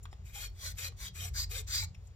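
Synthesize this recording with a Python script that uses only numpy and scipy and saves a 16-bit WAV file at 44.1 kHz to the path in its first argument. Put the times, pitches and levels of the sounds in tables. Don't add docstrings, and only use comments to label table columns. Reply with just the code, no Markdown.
import sys
import numpy as np
from scipy import signal
from scipy.fft import rfft, irfft
from scipy.io import wavfile
from scipy.ndimage import uniform_filter1d

SR = 44100
rng = np.random.default_rng(int(sys.argv[2]) if len(sys.argv) > 2 else 0)


def bounce(signal):
    frames = np.transpose(np.atleast_2d(signal))
    limited = np.clip(frames, -1, 1)
    pcm = np.round(limited * 32767).astype(np.int16)
    wavfile.write(sys.argv[1], SR, pcm)


def invert_db(level):
    return 10 ** (np.asarray(level, dtype=float) / 20)


N = 95079
T = np.arange(N) / SR
HZ = np.arange(N // 2 + 1) * SR / N

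# (frequency [Hz], density [dB/Hz])
RUMBLE_SWELL = [(0.0, -49.5), (0.44, -48), (0.47, -42), (0.6, -52), (0.75, -44), (0.8, -57.5), (1.03, -43),
                (1.09, -54.5), (1.29, -49), (1.32, -40), (1.89, -46.5), (1.93, -64), (1.98, -48),
                (2.15, -53)]
RUMBLE_SPECTRUM = [(20, -6), (33, -5), (44, 15), (55, 18.5), (68, 9.5), (100, -51.5)]
# (frequency [Hz], density [dB/Hz])
MOTOR_SPECTRUM = [(70, -28), (110, 4), (150, -3.5), (190, -7), (235, -59), (400, -68)]
AIR_SPECTRUM = [(200, -1), (300, -9), (380, 2.5), (500, -4), (2000, -12.5), (7500, -16.5), (9000, -41),
                (14000, -32)]
MOTOR_DB, AIR_DB = -59, -68.5

# (time [s], level [dB])
BENCH_SHAKE = [(0.0, -49.5), (0.12, -47), (0.17, -62), (0.21, -46.5), (0.39, -56), (0.47, -47.5),
               (0.65, -50.5), (0.68, -40.5), (0.79, -51.5), (0.87, -42.5), (0.96, -50), (1.15, -56),
               (1.19, -41), (1.78, -46.5), (1.83, -37), (1.97, -59), (1.99, -48.5), (2.15, -55)]
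BENCH_HZ, BENCH_WIDTH_HZ = 86.35, 9

# (time [s], peak [dB], block pitch [Hz], steel pitch [Hz], contact [s])
TAPS = [(0.028, -54.5, 7220, 9560, 0.0093), (.031, -62, 6200, 13500, .01), (.07, -76, 1200, 4500, 0.0029),
        (.11, -68, 5200, 7100, 0.018), (.054, -55.5, 1145, 3235, 0.0022), (.056, -63.5, 1550, 2420, 0.0044),
        (0.128, -60.5, 820, 1850, 0.0023), (.131, -68, 3430, 5230, 0.0068),
        (0.292, -64.5, 1860, 3760, 0.0058), (.498, -61, 14000, 12330, 0.0018),
        (0.922, -67.5, 1100, 2000, 0.0029), (1.825, -77, 920, 2100, 0.005),
        (1.945, -59.5, 2700, 5500, 0.0064), (2.07, -64, 7400, 6480, 0.0071)]
TAP_WIDTH_HZ, TAP_STEEL_DB, TAP_CRACK_DB = 290, -1.5, -35

# (time [s], peak [dB], pitch [Hz], length [s])
SINGS = [(.321, -56, 3250, 0.17), (.331, -64, 810, 0.089), (.341, -58.5, 2486, .06),
         (.391, -54.5, 4390, 0.093), (.401, -59.5, 5570, 0.09), (.415, -54, 1430, 0.035),
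         (.421, -58.5, 2420, 0.062), (.551, -63, 3310, 0.18), (.591, -64.5, 584, 0.11),
         (.601, -66, 1100, 0.054), (.621, -60, 1477, .1), (.628, -60, 5300, 0.07), (.635, -54, 4130, 0.081),
         (.641, -69, 6300, 0.058), (0.7715, -51, 2450, 0.12), (.791, -58, 5710, 0.1),
         (.797, -53.5, 3230, 0.071), (.801, -55, 4630, .09), (.806, -60, 1910, 0.092),
         (.821, -51.5, 4100, 0.076), (.991, -68.5, 1040, .04), (1.001, -63, 1630, 0.065),
         (1.011, -58, 3740, 0.091), (1.021, -60, 4800, 0.09), (1.031, -57, 3270, .075),
         (1.148, -55.5, 2455, 0.054), (1.152, -67, 1618, 0.033), (1.181, -56.5, 3690, 0.1),
         (1.188, -54.5, 3164, 0.076), (1.192, -54, 5840, 0.074), (1.201, -63, 724, 0.085),
         (1.338, -53, 1600, 0.042), (1.343, -54, 4830, 0.095), (1.347, -71, 3630, 0.056),
         (1.368, -60.5, 1090, .05), (1.372, -49, 6000, 0.049), (1.511, -58, 2470, 0.07),
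         (1.528, -54, 3620, .09), (1.532, -53.5, 3224, 0.043), (1.538, -54.5, 1600, 0.033),
         (1.542, -59.5, 5940, 0.075), (1.681, -51.5, 1530, 0.04), (1.708, -53, 3760, 0.06),
         (1.712, -57, 2480, 0.026), (1.721, -48, 5960, 0.075), (1.731, -64, 1600, 0.04),
         (1.739, -45, 4020, 0.12), (1.75, -36.5, 4840, 0.069), (1.791, -51, 2320, 0.056),
         (1.811, -59.5, 897, 0.034)]
SING_WIDTH_HZ, SING_FLUTTER_DB = 66, 3

# (start [s], length [s], top tooth rate [Hz], level [dB])
BUZZES = [
    (0.331, 0.16, 622, -67.5),
    (0.777, 0.15, 596, -64),
    (1.163, 0.15, 484, -66),
    (1.503, 0.1305, 529, -55.5),
    (1.726, 0.059, 1600, -78),
]
BUZZ_SLOW_RATIO, BUZZ_JITTER_RATIO, BUZZ_SECOND_DB = 0.76, 0.055, -12

# (start [s], length [s], peak [dB], peak place [0-1], steel ring [dB])
PUSHES = [
    (.25, 0.097, -62, 0.2, 1.5),
    (.342, 0.13, -44.5, 0.85, -3),
    (.778, 0.1075, -42, 0.65, -0.5),
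    (1.15, 0.14, -44.5, 0.76, -0.5),
    (1.505, 0.11, -43.5, 0.75, 0.5),
]
PULLS = [
    (0.61, 0.11, -42.5, 0.33, -6),
    (0.98753, 0.1, -44.5, 0.61, -3.5),
    (2.03, 0.057, -71.5, 0.45, -5),
    (0.17, .015, -94, .3, -3),
    (.545, 0.079, -63, 0.52, 3),
    (.74, 0.025, -69, .5, 12),
]
HARD_PULLS = [
    (1.343, 0.1, -39.5, 0.39, 0),
    (1.676, 0.17, -37, 0.45, 0.0046),
]
# (frequency [Hz], width [Hz], level [dB])
PUSH_MODES = [(1600, 33, -38), (2460, 68, 6.5), (3210, 64, 1.5), (3740, 54, 6), (4140, 110, -2),
              (4670, 95, 10), (5130, 55, 0), (5360, 76, -1), (6330, 12, 13), (7120, 240, 12),
              (7840, 11, 16.5), (8950, 99, 2), (10300, 77, -19), (14420, 170, 14)]
PULL_MODES = [(1100, 110, -16), (1637, 73, -4.5), (1980, 430, 4.5), (3460, 114, -5), (3720, 64, -10),
              (4380, 300, 4), (4800, 49, 5), (5100, 42, -4), (5930, 73, -1), (6030, 28, -3.5),
              (6080, 170, -13), (7140, 70, -10), (7800, 44, 6.5), (12100, 270, 4)]
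HARD_MODES = [(1570, 57, -28.5), (2540, 28, -26.5), (3664, 24, -18), (4120, 35, -15), (4300, 34, -4),
              (4827, 55, 3), (5990, 12, -7), (6260, 22, -5), (6400, 66, -33), (7400, 230, -31),
              (7470, 70, -18), (9100, 32, -14.5), (11880, 270, -5.5), (13950, 220, -7.5)]
# (frequency [Hz], density [dB/Hz])
PUSH_GRIT = [(250, -18.5), (900, -15), (1800, 0.5), (3000, -5.5), (7500, -0.5), (8900, -11), (13500, -4),
             (15800, -22)]
PULL_GRIT = [(250, -12), (900, -5), (1800, -11), (4500, 4.5), (7500, 2), (8900, -5.5), (14000, -2.5),
             (15800, -11)]
HARD_GRIT = [(250, -24), (900, -22.5), (1800, -5.5), (4600, -9), (7500, -1), (9500, -17.5), (14000, -12.5),
             (15800, -12.5)]
PUSH_ATTACK_S, PULL_ATTACK_S, HARD_ATTACK_S, RELEASE_S = 0.0087, 0.018, 0.0042, 0.026
PUSH_RING_DB, PULL_RING_DB, HARD_RING_DB = -9, -10, -4.5
START_DB, HARD_START_DB, END_DB, LIFT_DB = -4, -11.5, -7.5, -44
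CLEAR_DB, SILENT_DB = -48, -200
TOUCH_S, TOUCH_DB = 0.011, -18.5
RING_LAW = 1.28
SPIKE_DB, CHATTER_DB, WANDER_DB, GRIP_HZ = 1.5, 0.5, 3.5, 80
MOTTLE_S, DIRECT_GAIN = 0.0044, 10.2

# (frequency [Hz], width [Hz], level [dB])
WORK_DIPS = [(1754, 22, -11), (2814, 108, -8.5), (6946, 99, -15), (8860, 340, -10.5), (11100, 1400, -3)]
ROOM_T60_S, ROOM_DB, ROOM_HZ = 0.19, -16.5, 6300
# (frequency [Hz], left minus right [dB])
BALANCE = [(60, 1), (110, 1.5), (200, -0.5), (380, 2.0), (700, 6.5), (1290, 0), (2380, 7), (4400, -3),
           (8120, 7), (15000, 9.5)]
# (frequency [Hz], left lead [rad])
LEAD = [(0, -1), (1000, 1.31), (1640, 1.87), (3700, 0.8241), (3960, -2.5), (4820, -2.0), (5430, -1.5),
        (6290, 3), (8100, 10), (9040, 12.5), (11100, 1.5), (12200, 1.5), (13500, 5.5), (14300, 3),
        (15400, 3)]
# (frequency [Hz], common share [0-1])
COMMON = [(60, .996), (250, .8), (1000, .8), (3000, .68), (5000, .8), (9000, .52), (15000, .52)]
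BASS_IN_STEP_HZ = 300


def unit(x):
    return x / np.sqrt(np.mean(x ** 2))


def read(table):
    hz, value = np.array(table, float).T
    return np.interp(np.log(HZ + 1), np.log(hz + 1), value)


def colour(x, table):
    return unit(irfft(rfft(x) * invert_db(read(table)), N))


def ring(x, hz, width_hz):
    r = np.exp(-np.pi * width_hz / SR)
    angle = 2 * np.pi * hz / SR
    drive = np.sqrt(1 - r * r)
    y = signal.lfilter([drive, 0, -drive], [1, -2 * r * np.cos(angle), r * r], x)
    return y / np.sin(angle) * np.sin(angle / 2 + 1)


def walk(rate_hz):
    hold = int(SR / rate_hz)
    steps = np.repeat(rng.standard_normal(N // hold + 1), hold)
    return 1.3 * uniform_filter1d(uniform_filter1d(steps, hold), hold)[:N]


def steady(x):
    return x / np.sqrt(uniform_filter1d(x ** 2, size=3000) + 0.21)


def level_curve(table):
    return invert_db(np.interp(T, *np.array(table).T))


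def shop_air():
    return colour(rng.standard_normal(N), AIR_SPECTRUM) * invert_db(AIR_DB + 0.4 * walk(8.0))


def motor_hum():
    return colour(rng.standard_normal(N), MOTOR_SPECTRUM) * invert_db(MOTOR_DB + 3.9 * walk(11.465))


def machine_rumble():
    return steady(colour(rng.standard_normal(N), RUMBLE_SPECTRUM)) * level_curve(RUMBLE_SWELL)


def bench_thrum():
    inner = ring(rng.standard_normal(N), BENCH_HZ, BENCH_WIDTH_HZ)
    shake = unit(ring(inner, BENCH_HZ, 3 * BENCH_WIDTH_HZ))
    return steady(shake) * level_curve(BENCH_SHAKE)


def background():
    return bench_thrum() + machine_rumble() + motor_hum() + shop_air()


def taps():
    out, noise = np.zeros(N), rng.standard_normal(N)
    for start_s, db, block_hz, steel_hz, contact_s in TAPS:
        u = np.clip(T - start_s, 0, None) / contact_s
        scuff = invert_db(db) * noise * u * np.exp(1 - 2 * u)
        out += ring(scuff, block_hz, TAP_WIDTH_HZ)
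        out += invert_db(TAP_STEEL_DB) * ring(scuff, steel_hz, TAP_WIDTH_HZ)
        out += invert_db(TAP_CRACK_DB) * ring(scuff, steel_hz, min(0.2 * steel_hz, 6000))
    return out


def grit():
    size = uniform_filter1d(rng.exponential(size=N), size=5)
    return unit(rng.standard_normal(N) * invert_db(SPIKE_DB * size * 2))


def sings():
    out, clicks = np.zeros(N), grit()
    flutter_db = SING_FLUTTER_DB * walk(59.7)
    for k, (start_s, db, hz, length_s) in enumerate(SINGS):
        arc = np.sin(np.pi * np.clip((T - start_s) / length_s, 0, 1))
        swell = arc * invert_db(np.roll(flutter_db, k * N // len(SINGS)))
        out += invert_db(db) * np.sin(2 * np.pi * hz / SR) * ring(clicks * swell, hz, SING_WIDTH_HZ)
    return out


def buzz():
    out, shake = np.zeros(N), walk(120)
    for start_s, length_s, top_hz, db in BUZZES:
        arc = np.sin(np.pi * np.clip((T - start_s) / length_s, 0, 1))
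        speed = BUZZ_SLOW_RATIO + (1 - BUZZ_SLOW_RATIO) * arc ** 4 + BUZZ_JITTER_RATIO * shake
        phase = 2 * np.pi * np.cumsum(top_hz * speed) / SR
        teeth = invert_db(2.9 * walk(52.4)) * np.sin(phase)
        second_gain = invert_db(BUZZ_SECOND_DB + 4.5 * walk(76.35))
        second = second_gain * np.sin(0.36 * phase + 2 * np.pi * 600 * T)
        out += invert_db(db) * np.sqrt(arc) * (teeth + second)
    return out


def stroke_pressure(rows, attack_s, start_db):
    press, steel = np.zeros(N), np.zeros(N)
    levels_db = [CLEAR_DB, TOUCH_DB, start_db, 0, END_DB, LIFT_DB, 2 * CLEAR_DB]
    for start_s, length_s, db, peak, steel_db in rows:
        times_s = start_s + np.array([-attack_s - TOUCH_S, -attack_s, attack_s, peak * length_s,
                                      length_s, length_s + RELEASE_S, length_s + 2 * RELEASE_S])
        env_db = np.interp(T, times_s, levels_db, left=SILENT_DB, right=SILENT_DB)
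        press += invert_db(db + env_db)
        steel += invert_db(db + steel_db + RING_LAW * env_db)
    return press, steel


def mottle(x, bodies, mix):
    resonant = sum(m * signal.fftconvolve(x, body)[:N] for body, m in zip(bodies, mix))
    return DIRECT_GAIN * x + resonant


def strokes(rows, attack_s, spectrum, modes, ring_db, start_db):
    press, steel = stroke_pressure(rows, attack_s, start_db)
    chatter = invert_db(CHATTER_DB * walk(150) + 1.35 * walk(35.11))
    wander = [invert_db(db + WANDER_DB * walk(17.88)) for _, _, db in modes]
    bodies = rng.standard_normal((3, 2000)) * np.exp(-T[:2000] / MOTTLE_S)
    mix = np.array([invert_db(5 * walk(12)) for _ in bodies])
    mix = mix / np.sqrt(np.sum(mix ** 2, axis=0))
    ring_gain = invert_db(ring_db) / np.sqrt(np.sum(invert_db(np.array(modes)[:, 2]) ** 2))
    out = []
    for _ in range(2):
        clicks = grit() * chatter
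        rung = np.zeros(N)
        for gain, (hz, width_hz, _) in zip(wander, modes):
            rung += ring(clicks * steel * gain, hz, GRIP_HZ + width_hz)
        scrape = colour(mottle(clicks, bodies, mix), spectrum) * press
        out.append(scrape + rung * ring_gain)
    return np.array(out)


def filing():
    work = strokes(PUSHES, PUSH_ATTACK_S, PUSH_GRIT, PUSH_MODES, PUSH_RING_DB, START_DB)
    work += strokes(PULLS, PULL_ATTACK_S, PULL_GRIT, PULL_MODES, PULL_RING_DB, START_DB)
    work += strokes(HARD_PULLS, HARD_ATTACK_S, HARD_GRIT, HARD_MODES, HARD_RING_DB, HARD_START_DB)
    work[0] += buzz() + taps() + sings()
    work[1] += sings()
    return work


def dip_bands(work):
    dips_db = sum(db / (1 + (2 * (HZ - hz) / width_hz) ** 2) for hz, width_hz, db in WORK_DIPS)
    return irfft(rfft(work) * invert_db(dips_db), N)


def room(work):
    t = T[:SR // 2]
    tail = rng.standard_normal((2, len(t))) * invert_db(-60 * t / ROOM_T60_S) * (t > 0.004)
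    tail = signal.sosfilt(signal.butter(2, ROOM_HZ, fs=SR, output="sos"), tail)
    tail = tail / np.sqrt(np.sum(tail ** 2) / 2)
    return invert_db(ROOM_DB) * signal.fftconvolve(work[:1], tail, axes=1)[:, :N]


def ports(shared, separate):
    common = np.clip(read(COMMON), 0, 1)
    balance = invert_db(read(BALANCE) / 2)
    lead_rad = np.interp(HZ, *np.array(LEAD).T) * np.minimum(HZ / BASS_IN_STEP_HZ, 1)
    turn = np.exp(0.5j * lead_rad)
    mid = rfft(shared) * np.sqrt((1 + common) / 2)
    side = rfft(separate) * np.sqrt((1 - common) / 2)
    left = irfft((mid + side) * balance * turn, N)
    right = irfft((mid - side) / balance / turn, N)
    return np.array([left, right])


def scene():
    work = dip_bands(filing())
    return ports(work[0] + background(), work[1] + background()) + room(work)


def band_limit(x):
    return signal.sosfilt(signal.butter(12, 15820, fs=SR, output="sos"), x)


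def record(dry):
    return band_limit(dry)


dry = scene()
out = record(dry)
bounce(out)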